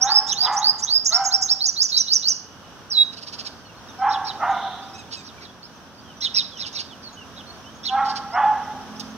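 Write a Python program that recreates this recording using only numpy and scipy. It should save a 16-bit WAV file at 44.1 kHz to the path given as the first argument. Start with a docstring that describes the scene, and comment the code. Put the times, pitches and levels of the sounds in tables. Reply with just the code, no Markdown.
"""A sunbird, right of two ports, sings a run of slurred whistles, then calls, chatters and twitters softly.
Its syrinx is a swept near-sine with weak overtones; roughness adds flutter, hiss and a half-pitch tone.
A small dog nearly straight ahead yaps from further off, echoing between houses: harmonics through a throat.
Behind lie faint far birds (fluttering sines), an engine swelling at right (summed firing orders)
and the murmur of a town (coloured noise)."""
import sys
import numpy as np
from scipy import signal
from scipy.fft import rfft, irfft
from scipy.io import wavfile
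from scipy.ndimage import uniform_filter1d, minimum_filter1d, map_coordinates

SR = 44100
rng = np.random.default_rng(int(sys.argv[2]) if len(sys.argv) > 2 else 0)


def wav_record(signal):
    """Record a signal, one row per channel, as 16-bit PCM in the file named by sys.argv[1]."""
    frames = np.transpose(np.atleast_2d(signal))
    bounded = np.clip(frames, -1, 1)
    # unit amplitude maps onto the largest positive 16-bit level
    quanta = np.round(bounded * 32767).astype(np.int16)
    wavfile.write(sys.argv[1], SR, quanta)


N = 404397
TIME_S = np.arange(N) / SR

# town murmur, relative colour: f/Hz, level/dB
TOWN_COLOUR = [(25, -22.5), (45, -6.5), (90, 0.5), (200, 1.5), (420, -3), (1100, -2.5), (1550, -4.5),
               (2100, -17), (3200, -12.5), (4500, -19.5), (5900, -12.5), (7000, -30), (10000, -32.5),
               (15500, -34.5)]
# town murmur, mean level: t/s, level/dB
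TOWN_LEVEL = [(0, -45), (.8, -46.5), (2.0, -49.5), (2.6, -46), (4.5, -42.5), (5.8, -46.5), (7, -45),
              (9.17, -41.5)]
# engine: t/s, firing rate/Hz, level/dB (applied in full to orders from 5 up)
ENGINE = [(0, 45.34, -69), (3, 43.82, -57), (6, 44.23, -53), (7.6, 44.52, -52.5), (8.2, 43.52, -44.5),
          (8.8, 42.9, -44), (9.17, 43.95, -38.5)]
# engine orders: multiple of firing rate, gain/dB
ENGINE_ORDERS = [(2, -11), (4, -11), (5, -5.5), (6, -6.5), (8, -25), (10, -32), (11, -33.5)]
# far birds' held notes: start/s, length/s, mean f/Hz, level/dB, flutter/share of f
FAR_NOTES = [(1.924, 0.45, 2903, -53, 0.015), (2.154, 0.66, 2935, -63, 0.0088),
             (4.444, 0.3, 3674, -42, 0.075)]

# barks: start/s, length/s, first f/Hz, middle f/Hz, last f/Hz, level/dB, roughness, widest mouth/share of length
BARKS = [(0, 0.13, 729, 816, 864, -22, 0.76, 0.77), (0.408, .18, 667.6, 906, 773, -23.5, 1.57, .42),
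         (1.1, 0.18, 615, 793.5, 751, -25, 0.52, 0.26), (3.983, 0.1272, 752, 799.1, 828, -17.5, 0.67, 0.66),
         (4.390, .18, 624.8, 800, 689.5, -20.5, 0.93, 0.26),
         (7.891, 0.14, 754, 809.3, 859.4, -18.5, 0.96, 0.72),
         (8.322, 0.14, 645.6, 849, 804, -16, 0.78, 0.4)]
# dog's throat, gain of the harmonics and colour of the noise: f/Hz, level/dB
THROAT = [(400, -50.5), (640, -9), (740, -2.5), (810, 3.5), (940, 1.5), (1100, -4), (1300, -2),
          (1550, -14.5), (1800, -15), (2050, -16.5), (2350, -31), (2900, -27.5), (7000, -58)]
BARK_ATTACK_S, BARK_RELEASE_S = 0.036, 0.02
BARK_MIDDLE_SHARE, BARK_EDGE_ROUGH = .56, 0.3  # when the middle pitch falls; roughness left with mouth shut
MOUTH_OPEN_S, MOUTH_SHUT_DB, MOUTH_WIDE_DB = .035, -2, 2  # time to 1/e of opening; gain of the overtones

# gain of a whistle's overtones where they fall: f/Hz, level/dB
OVERTONES = [(6000, -16), (9300, -49), (10600, -44.5), (13000, -32), (15000, -32.5)]
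# song voice by pitch, full in mid range, weak at the edges: f/Hz, level/dB, roughness (0-1)
REGISTER = [(3300, -26.5, 0.8), (3900, -16.5, 0.51), (4490, -9, 0.16), (4850, -3.5, 0.06), (5450, -1, 0.2),
            (6360, -6.5, 0), (7070, -14.5, 0.2), (8000, -7.5, 0.2)]
WHISTLE_ATTACK_S, WHISTLE_RELEASE_S = 0.014, 0.0098
# song gesture, rise: share of length (0-1), f/Hz
RISE = [(0, 4930), (.3, 5695), (.7, 6220), (1, 6910)]
# song gesture, slur: share of length (0-1), f/Hz before pitch ratio
SLUR = [(0, 3220), (.22, 3820), (.43, 4550), (.62, 4746), (.78, 5046), (1, 4990)]
# song gesture, arch: share of length (0-1), f/Hz
ARCH = [(0, 4910), (.11, 7100), (.17, 7800), (.23, 4850), (.36, 6600), (.55, 6580), (1, 6000)]
# song gesture, hook: share of length (0-1), f/Hz
HOOK = [(0, 3300), (.25, 4100), (.5, 4900), (.75, 5600), (1, 5080)]
# song gesture, swoop: share of length (0-1), f/Hz before pitch ratio
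SWOOP = [(0, 3447), (.23, 4230), (.42, 4545), (.55, 4900), (.62, 5330), (.68, 6700), (.79, 6145), (1, 5360)]
# opening phrases: rise start/s, rise length/s, rise level/dB, slur length/s, slur pitch ratio, slur level/dB
OPENING = [(.008, 0.049, -14, 0.14, 1.055, -13), (0.306, 0.034, -17, .115, 1, -13),
           (0.56, .040, -19.5, .105, .995, -12), (0.819, 0.039, -17, 0.12, 1.008, -11.5)]
LEAD_RASP_S, LEAD_RASP_RATIO, LEAD_RASP_DB = .042, 1.23, -37.5
# pairs of arch and hook: start/s, arch level/dB, hook level/dB
PAIRS = [(1.043, -11.5, -11), (1.236, -15.5, -14.5), (1.409, -14.5, -13)]
ARCH_S, HOOK_S, HOOK_AFTER_S = .062, .06, 0.064
# closing swoops: start/s, pitch ratio
SWOOPS = [(1.591, 1.024), (1.754, 1.03), (1.909, 1), (2.064, .99), (2.215, 0.99)]
SWOOP_S, SWOOP_DB = .108, -13

# "tew" shape: share of length (0-1), f/Hz before pitch ratio, level/dB, roughness before its ratio
TEW = [(0, 5950, -20.5, .2), (.13, 5270, -8.5, 0.3), (.3, 4130, -15.5, 0.1), (.45, 3938, -0.5, 0.15),
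       (.65, 3810, -5.5, 0.12), (.83, 3825, 1.5, .06), (1, 3807, -8, 0.2)]
# chip shape: share of length (0-1), f/Hz before pitch ratio, level/dB, roughness before its ratio
CHIP = [(0, 3212, -24.5, 0.88), (.3, 3900, -12, 0.83), (.48, 4330, -8.5, 0.66), (.62, 3844, -4, 0.63),
        (.85, 3286, -6.5, 0.18), (1, 2495, -19.5, .35)]
# buzz shape: share of length (0-1), f/Hz, level/dB, roughness before its ratio
BUZZ = [(0, 5330, 4, .6), (.25, 5600, -7, .5), (.6, 5380, 3.5, .7), (1, 4870, -3.5, 0.96)]
# falling "tew" whistles: start/s, length/s, pitch ratio, level/dB, roughness ratio
TEWS = [(1.88, .112, 1.045, -19, 2.35), (2.899, .134, 1.003, -14.5, 0.93)]
# chips, buzz from the other side of the syrinx: start/s, length/s, pitch ratio, level/dB, buzz level/dB,
# roughness ratio
CHIPS = [(.264, .071, 1, -23.5, -28, 0.64), (0.407, .07, 1, -22.5, -34, 1.2),
         (4.089, 0.076, 1, -27.5, -39, 1.23), (4.244, 0.07, 1.11, -26, -37, 1.2),
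         (5.243, .06, 1.04, -40.5, -46.5, 1.4), (5.409, 0.052, 1.16, -34, -54, 2.4),
         (6.205, 0.069, 1.015, -16.5, -30.5, 1.23), (6.341, .073, 1.08, -15, -20.5, 1.23),
         (6.57, 0.087, 1, -26.5, -37, 1.45), (6.726, .07, 1.06, -26.5, -35, 1.6),
         (7.33, 0.091, 0.93, -38.5, -63, 1.6), (7.831, 0.065, 1.013, -18, -35, 1.23)]
BUZZ_AFTER_S, BUZZ_SHARE = 0.001012, .65

# single rasps: centre/s, length/s, level/dB
RASPS = [(5.134, 0.055, -32.5), (6.67, 0.035, -32.5), (6.799, 0.047, -30), (8.061, 0.036, -37),
         (8.099, 0.049, -34), (8.166, 0.034, -29.5)]
# colour of rasps (before pitch ratio), snaps and hiss: f/Hz, level/dB
RASP_COLOUR = [(1500, -41.5), (2500, -18), (3400, -4.5), (4300, -7.5), (5200, 6.5), (6200, -2.5),
               (7500, -19.5), (10500, -29.5), (12000, -36.5), (15000, -57)]
# bill snaps: start/s, level/dB before decay
SNAPS = [(8.997, -16), (9.005, -23)]
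# chatter: per-note growth of the gap (ratio), length and level
CHATTER_START_S, CHATTER_GAP_S, CHATTER_SLOWING = 3.134, .0445, 1.085
CHATTER_NOTE_S, CHATTER_LONGER_S = .028, 0.0018
CHATTER_DB, CHATTER_SWELL_DB, CHATTER_RATIO = -39.5, 1.4, 0.9

# soft gliding twitters: start/s, length/s, from f/Hz, to f/Hz, level/dB
TWITTERS = [(3.641, .085, 3030, 2560, -55.5), (3.871, 0.041, 4580, 6540, -49.5),
            (3.881, .03, 3800, 3300, -46), (4.923, 0.049, 4820, 6320, -49), (4.975, 0.035, 4600, 3350, -53),
            (5.359, 0.083, 2490, 1850, -51.5), (5.622, 0.042, 4130, 5600, -43),
            (6.04, .09, 3360, 2760, -51.5), (6.490, 0.099, 3740, 2760, -45.5),
            (6.887, 0.059, 3830, 2700, -47), (7.02, 0.02, 4700, 6200, -49),
            (7.021, 0.079, 4670, 3900, -40.5), (7.164, .072, 2990, 2660, -46),
            (7.465, 0.044, 4100, 4260, -41), (7.636, .085, 2740, 3240, -50),
            (7.724, 0.065, 6120, 6550, -57.5), (8.304, 0.066, 4600, 5760, -44.5),
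            (8.631, 0.024, 5100, 5760, -49), (8.952, 0.032, 4850, 6150, -48)]
TWITTER_ROUGH, TWITTER_BOW = 0.071, 0.03  # roughness (0-1); rise of mid glide, share of pitch
# soft nasal notes: start/s, length/s, fundamental f/Hz, end pitch ratio, level/dB
NASAL_NOTES = [(4.943, 0.023, 1280, 0.98, -46), (4.977, 0.033, 1330, 0.93, -44),
               (5.156, 0.056, 1320, 0.9, -43.5)]


def undb(db):
    """Decibels to gain."""
    return 10 ** (np.asarray(db) / 20)


def unit(x):
    """Scale to rms 1."""
    return x / np.sqrt(np.mean(x ** 2))


def curves(rows, at):
    """Each column of a table, joined by straight lines."""
    knots, *columns = np.transpose(rows)
    return [np.interp(at, knots, c) for c in columns]


def response(points, hz):
    """Gain of a (f/Hz, level/dB) spectrum, interpolated over log frequency."""
    knots_hz, db = np.transpose(points)
    return undb(np.interp(np.log(hz + 1), np.log(knots_hz), db))


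def noise(points, size):
    """Noise of a given colour, rms 1."""
    spectrum = rfft(rng.standard_normal(size))
    return unit(irfft(spectrum * response(points, np.fft.rfftfreq(size, 1 / SR)), size))


def wander(rate_hz, size):
    """Smooth random curve of spread near 1, through rate_hz random knots a second."""
    at = np.arange(size) * rate_hz / SR
    return map_coordinates(rng.standard_normal(int(at[-1]) + 3), [at], order=2, mode="nearest")


def phase_of(hz):
    """Phase in radians: the running integral of frequency."""
    return 2 * np.pi * np.cumsum(hz) / SR


def fade(size):
    """Soft start and end of a note, 2.5 ms each unless it is shorter than 5 ms."""
    return signal.windows.tukey(size, min(1, .005 * SR / size))


def add(track, start_s, sound):
    """Mix a sound into a track at a time."""
    i = max(0, int(start_s * SR))
    track[i:i + len(sound)] += sound[:N - i]


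def outdoors(x, near_db, near_s, tail_db, t60_s, right_db, spread, lag_samples):
    """Direct sound, eight close reflections and a long decaying scatter at two ports; the left one lags."""
    t = np.arange(int(1.2 * SR)) / SR
    near = np.zeros(len(t))
    delays_s = near_s * (np.arange(8) + rng.random(8) + 1) / 8
    near[(delays_s * SR).astype(int)] = rng.choice([-1, 1], size=8) * np.exp(-delays_s / near_s)
    front = undb(near_db) * near / np.linalg.norm(near)
    front[0] = 1  # direct sound
    decay = np.exp(-np.log(1000) * t / t60_s) * np.minimum(t / near_s, 1)
    scatter = rng.standard_normal((3, len(t))) * decay
    scatter *= undb(tail_db) / np.linalg.norm(scatter, axis=1, keepdims=True)
    # one scatter shared by the ports, one for each port alone
    paths = front + np.sqrt(1 - spread) * scatter[2] + np.sqrt(spread) * scatter[:2]
    paths /= np.linalg.norm(paths, axis=1, keepdims=True)
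    left, right = signal.fftconvolve(x[None], paths, axes=1)[:, :N]
    left = np.pad(left, (lag_samples, 0))[:N]
    return np.array([left * undb(-right_db / 2), right * undb(right_db / 2)])


def town(width_hz=3200, bass_width_hz=60, right_db=1.1, flicker_db=-0.86):
    """Coloured noise murmur, nearly alike at both ports save in the treble and deepest rumble."""
    hz = np.fft.rfftfreq(N, 1 / SR)
    apart = np.clip(hz / width_hz + bass_width_hz / (hz + 1), 0, 1)
    mid = noise(TOWN_COLOUR, N)
    side = irfft(rfft(noise(TOWN_COLOUR, N)) * apart, N)
    db, = curves(TOWN_LEVEL, TIME_S)
    ports = np.array([(mid + side) * undb(-right_db / 2), (mid - side) * undb(right_db / 2)])
    return ports * undb(db + flicker_db * wander(7.4, N))


def engine(waver_db=2, steady_db=-52):
    """Sine orders of an approaching engine; the deep ones carry from afar, so mostly the higher ones swell."""
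    hz, db = curves(ENGINE, TIME_S)
    phase = phase_of(hz * (1 + .004 * wander(5, N)))
    hum = 0
    for k, gain_db in ENGINE_ORDERS:
        swell = min(1, (k / 5) ** 2)
        order_db = gain_db + swell * db + (1 - swell) * steady_db + waver_db * wander(4, N)
        hum = hum + undb(order_db) * np.sin(k * phase + 2 * np.pi * rng.random())
    return np.sqrt(2) * hum


def far_birds():
    """Thin held whistles and a buzzy trill: sines of fluttering pitch that swell and fade."""
    track = np.zeros(N)
    for start_s, length_s, hz, db, flutter in FAR_NOTES:
        size = int(length_s * SR)
        phase = phase_of(hz * (1 + flutter * wander(760, size)))
        add(track, start_s, undb(db) * unit(np.sin(phase) * signal.windows.cosine(size)))
    return track


def dog(split_db=-3, rasp_db=-9):
    """Yaps: throat-shaped harmonics; roughness, most with a wide mouth, adds thirds of the pitch and noise."""
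    track = np.zeros(N)
    for start_s, length_s, first_hz, middle_hz, last_hz, level_db, roughness, widest in BARKS:
        size = int(length_s * SR)
        t = np.arange(size) / SR
        hz, = curves([(0, first_hz), (BARK_MIDDLE_SHARE, middle_hz), (1, last_hz)], t / length_s)
        mouth = np.exp(-((t - widest * length_s) / MOUTH_OPEN_S) ** 2)
        rough = roughness * (BARK_EDGE_ROUGH + (1 - BARK_EDGE_ROUGH) * mouth)
        bright_db = MOUTH_SHUT_DB + (MOUTH_WIDE_DB - MOUTH_SHUT_DB) * mouth
        hz = hz * (1 + .055 * rough * wander(120, size))
        phase = phase_of(hz)
        voice = undb(rasp_db) * rough * noise(THROAT, size)
        for k in np.arange(2, 13) / 3:
            if k % 1 == 0:
                strength = 1
            else:
                strength = undb(split_db) * rough * (1 + 0.57 * wander(67.0, size))
            strength = strength * undb(bright_db * np.clip(k - 1, 0, 1))
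            voice += strength * response(THROAT, k * hz) * np.sin(k * phase + 2 * np.pi * rng.random())
        attack = np.minimum(t / BARK_ATTACK_S, 1)
        release = np.minimum((length_s - t) / BARK_RELEASE_S, 1)
        add(track, start_s, undb(level_db) * unit(voice * attack * release))
    return track


def wall_echo(x, delay_s=0.06, echo_db=-21):
    """A house front some ten metres off repeats each syllable faintly."""
    return x + undb(echo_db) * np.pad(x, (int(delay_s * SR), 0))[:N]


def syrinx(hz, db, rough, flutter=.06, waver=0.0065, uneven_db=2, half_db=-17, hiss_db=-13):
    """A nearly pure, randomly uneven whistle; roughness makes it flutter, hiss and double its period."""
    size = len(hz)
    hz = uniform_filter1d(hz, size=150)
    hz = hz * (1 + waver * wander(242.1, size) + flutter * rough * wander(1283, size))
    phase = phase_of(hz)
    overtones = sum(response(OVERTONES, k * hz) * np.sin(k * phase) for k in (2, 3))
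    half_tone = undb(half_db) * rough ** 2 * np.sin(phase / 2)
    tone = np.sin(phase) + overtones + half_tone
    hiss = undb(hiss_db) * rough * noise(RASP_COLOUR, size)
    effort = undb(db + uneven_db * wander(102.8, size)) * fade(size)
    return effort * (np.sqrt(2) * tone * (1 + 0.24 * rough * wander(900, size)) + hiss)


def twitter(length_s, from_hz, to_hz, db):
    """A soft, slightly arched glide that swells and fades."""
    size = int(length_s * SR)
    arch = signal.windows.cosine(size)
    hz = np.geomspace(from_hz, to_hz, size) * (1 + TWITTER_BOW * arch)
    return syrinx(hz, db, TWITTER_ROUGH) * np.sqrt(arch)


def subsong(count=50, begin_s=3.0, level_db=-56, scatter_db=5, low_hz=3000, high_hz=6400, glide_octaves=0.16):
    """Soft undervoice: set twitters, random short glides up and down, and nasal stacks of harmonics."""
    track = np.zeros(N)
    for start_s, length_s, from_hz, to_hz, db in TWITTERS:
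        add(track, start_s, twitter(length_s, from_hz, to_hz, db))
    for i, (when, span, pitch, slope, loud) in enumerate(rng.random((count, 5))):
        hz = low_hz + (high_hz - low_hz) * pitch
        glide = 2 ** (glide_octaves * (slope - .5))
        start_s = begin_s + (TIME_S[-1] - begin_s) * (i + when) / count
        note = twitter(0.021 + 0.027 * span, hz / glide, hz * glide, level_db + scatter_db * loud)
        add(track, start_s, note)
    for start_s, length_s, hz, end_ratio, db in NASAL_NOTES:
        size = int(length_s * SR)
        phase = phase_of(hz * np.linspace(1, end_ratio, size))
        stack = sum(np.sin(k * phase) / np.sqrt(k) for k in range(2, 7))  # no fundamental
        add(track, start_s, undb(db) * unit(stack) * fade(size))
    return track


def rasp(length_s, db, ratio, rattle_hz=330, rattle_depth=0.96):
    """A dry, toneless note: coloured noise with a fast, irregular rattle."""
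    size = int(length_s * SR)
    rattle_phase = phase_of(rattle_hz * (1 + 0.24 * wander(223, size)))
    rattle = 1 + rattle_depth * np.sin(rattle_phase)
    colour = [(hz * ratio, gain_db) for hz, gain_db in RASP_COLOUR]
    return undb(db) * noise(colour, size) * rattle * signal.windows.cosine(size)


def chatter(count=7, snap_s=0.0016):
    """A run of rasps that slows, lengthens and swells; single rasps; bill snaps as decaying noise."""
    track = np.zeros(N)
    centre_s = CHATTER_START_S
    for k in range(count):
        length_s = CHATTER_NOTE_S + k * CHATTER_LONGER_S
        note = rasp(length_s, CHATTER_DB + k * CHATTER_SWELL_DB, CHATTER_RATIO)
        add(track, centre_s - length_s / 2, note)
        centre_s += CHATTER_GAP_S * CHATTER_SLOWING ** k
    for centre_s, length_s, db in RASPS:
        add(track, centre_s - length_s / 2, rasp(length_s, db, CHATTER_RATIO))
    t = np.arange(1024) / SR
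    for start_s, db in SNAPS:
        add(track, start_s, undb(db) * noise(RASP_COLOUR, len(t)) * np.exp(-t / snap_s))
    return track


def call(shape, length_s, db, ratio=1, roughness=1):
    """A call note with its own course of pitch, effort and roughness."""
    hz, effort_db, rough = curves(shape, np.linspace(0, 1, int(length_s * SR)))
    return syrinx(ratio * hz, db + effort_db, roughness * rough)


def calls():
    """Falling whistles, and harsh chips voiced by both sides of the syrinx."""
    track = np.zeros(N)
    for start_s, length_s, ratio, db, roughness in TEWS:
        add(track, start_s, call(TEW, length_s, db, ratio, roughness))
    for start_s, length_s, ratio, db, buzz_db, roughness in CHIPS:
        add(track, start_s, call(CHIP, length_s, db, ratio, roughness))
        buzz = call(BUZZ, BUZZ_SHARE * length_s, buzz_db, roughness=roughness)
        add(track, start_s + BUZZ_AFTER_S, buzz)
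    return track


def whistle(gesture, length_s, db, ratio=1):
    """A song syllable: loudness and roughness follow the pitch through the register."""
    t = np.arange(int(length_s * SR)) / SR
    hz = ratio * curves(gesture, t / length_s)[0]
    carry_db, rough = curves(REGISTER, hz)
    attack = np.minimum(t / WHISTLE_ATTACK_S, 1)
    release = np.minimum((length_s - t) / WHISTLE_RELEASE_S, 1)
    return syrinx(hz, db + carry_db, rough) * attack * release


def song():
    """Three repeated motifs, each quicker than the last: rise and slur, arch and hook, swoop."""
    track = np.zeros(N)
    for start_s, rise_s, rise_db, slur_s, ratio, slur_db in OPENING:
        if start_s > LEAD_RASP_S:  # room for a rasp ahead of the rise
            add(track, start_s - LEAD_RASP_S, rasp(LEAD_RASP_S, LEAD_RASP_DB, LEAD_RASP_RATIO))
        add(track, start_s, whistle(RISE, rise_s, rise_db))
        add(track, start_s + rise_s, whistle(SLUR, slur_s, slur_db, ratio))
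    for start_s, arch_db, hook_db in PAIRS:
        add(track, start_s, whistle(ARCH, ARCH_S, arch_db))
        add(track, start_s + HOOK_AFTER_S, whistle(HOOK, HOOK_S, hook_db))
    for start_s, ratio in SWOOPS:
        add(track, start_s, whistle(SWOOP, SWOOP_S, SWOOP_DB, ratio))
    return track


def sunbird():
    """Everything the near bird utters."""
    return song() + calls() + chatter() + subsong()


def scene(engine_right_db=4):
    """Bird: direct sound and close reflections; dog and far birds: largely echo; engine: to the right."""
    engine_gains = undb(np.array([[-engine_right_db], [engine_right_db]]) / 2)
    others = outdoors(far_birds(), near_db=-28, near_s=0.12, tail_db=6.0, t60_s=0.66,
                      right_db=6.0, spread=0.6, lag_samples=0)
    barks = outdoors(dog(), near_db=-2, near_s=.06, tail_db=-1, t60_s=1.0,
                     right_db=1.96, spread=0.02, lag_samples=1)
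    bird = outdoors(wall_echo(sunbird()), near_db=3.5, near_s=.013, tail_db=-7.0, t60_s=0.47,
                    right_db=5.5, spread=0.68, lag_samples=14)
    return town() + engine() * engine_gains + others + barks + bird


def record(dry, bass_hz=40, top_hz=15600, ceiling=.8):
    """Cut the deepest bass, ease the gain down around peaks over the ceiling, cut the top."""
    thin = signal.sosfilt(signal.butter(4, bass_hz, "high", fs=SR, output="sos"), dry)
    allowed = ceiling / np.maximum(np.abs(thin).max(axis=0), ceiling)
    gain = uniform_filter1d(minimum_filter1d(allowed, size=400), size=400)
    return signal.sosfilt(signal.ellip(10, .2, 80, top_hz, fs=SR, output="sos"), thin * gain)


dry = scene()
out = record(dry)
wav_record(out)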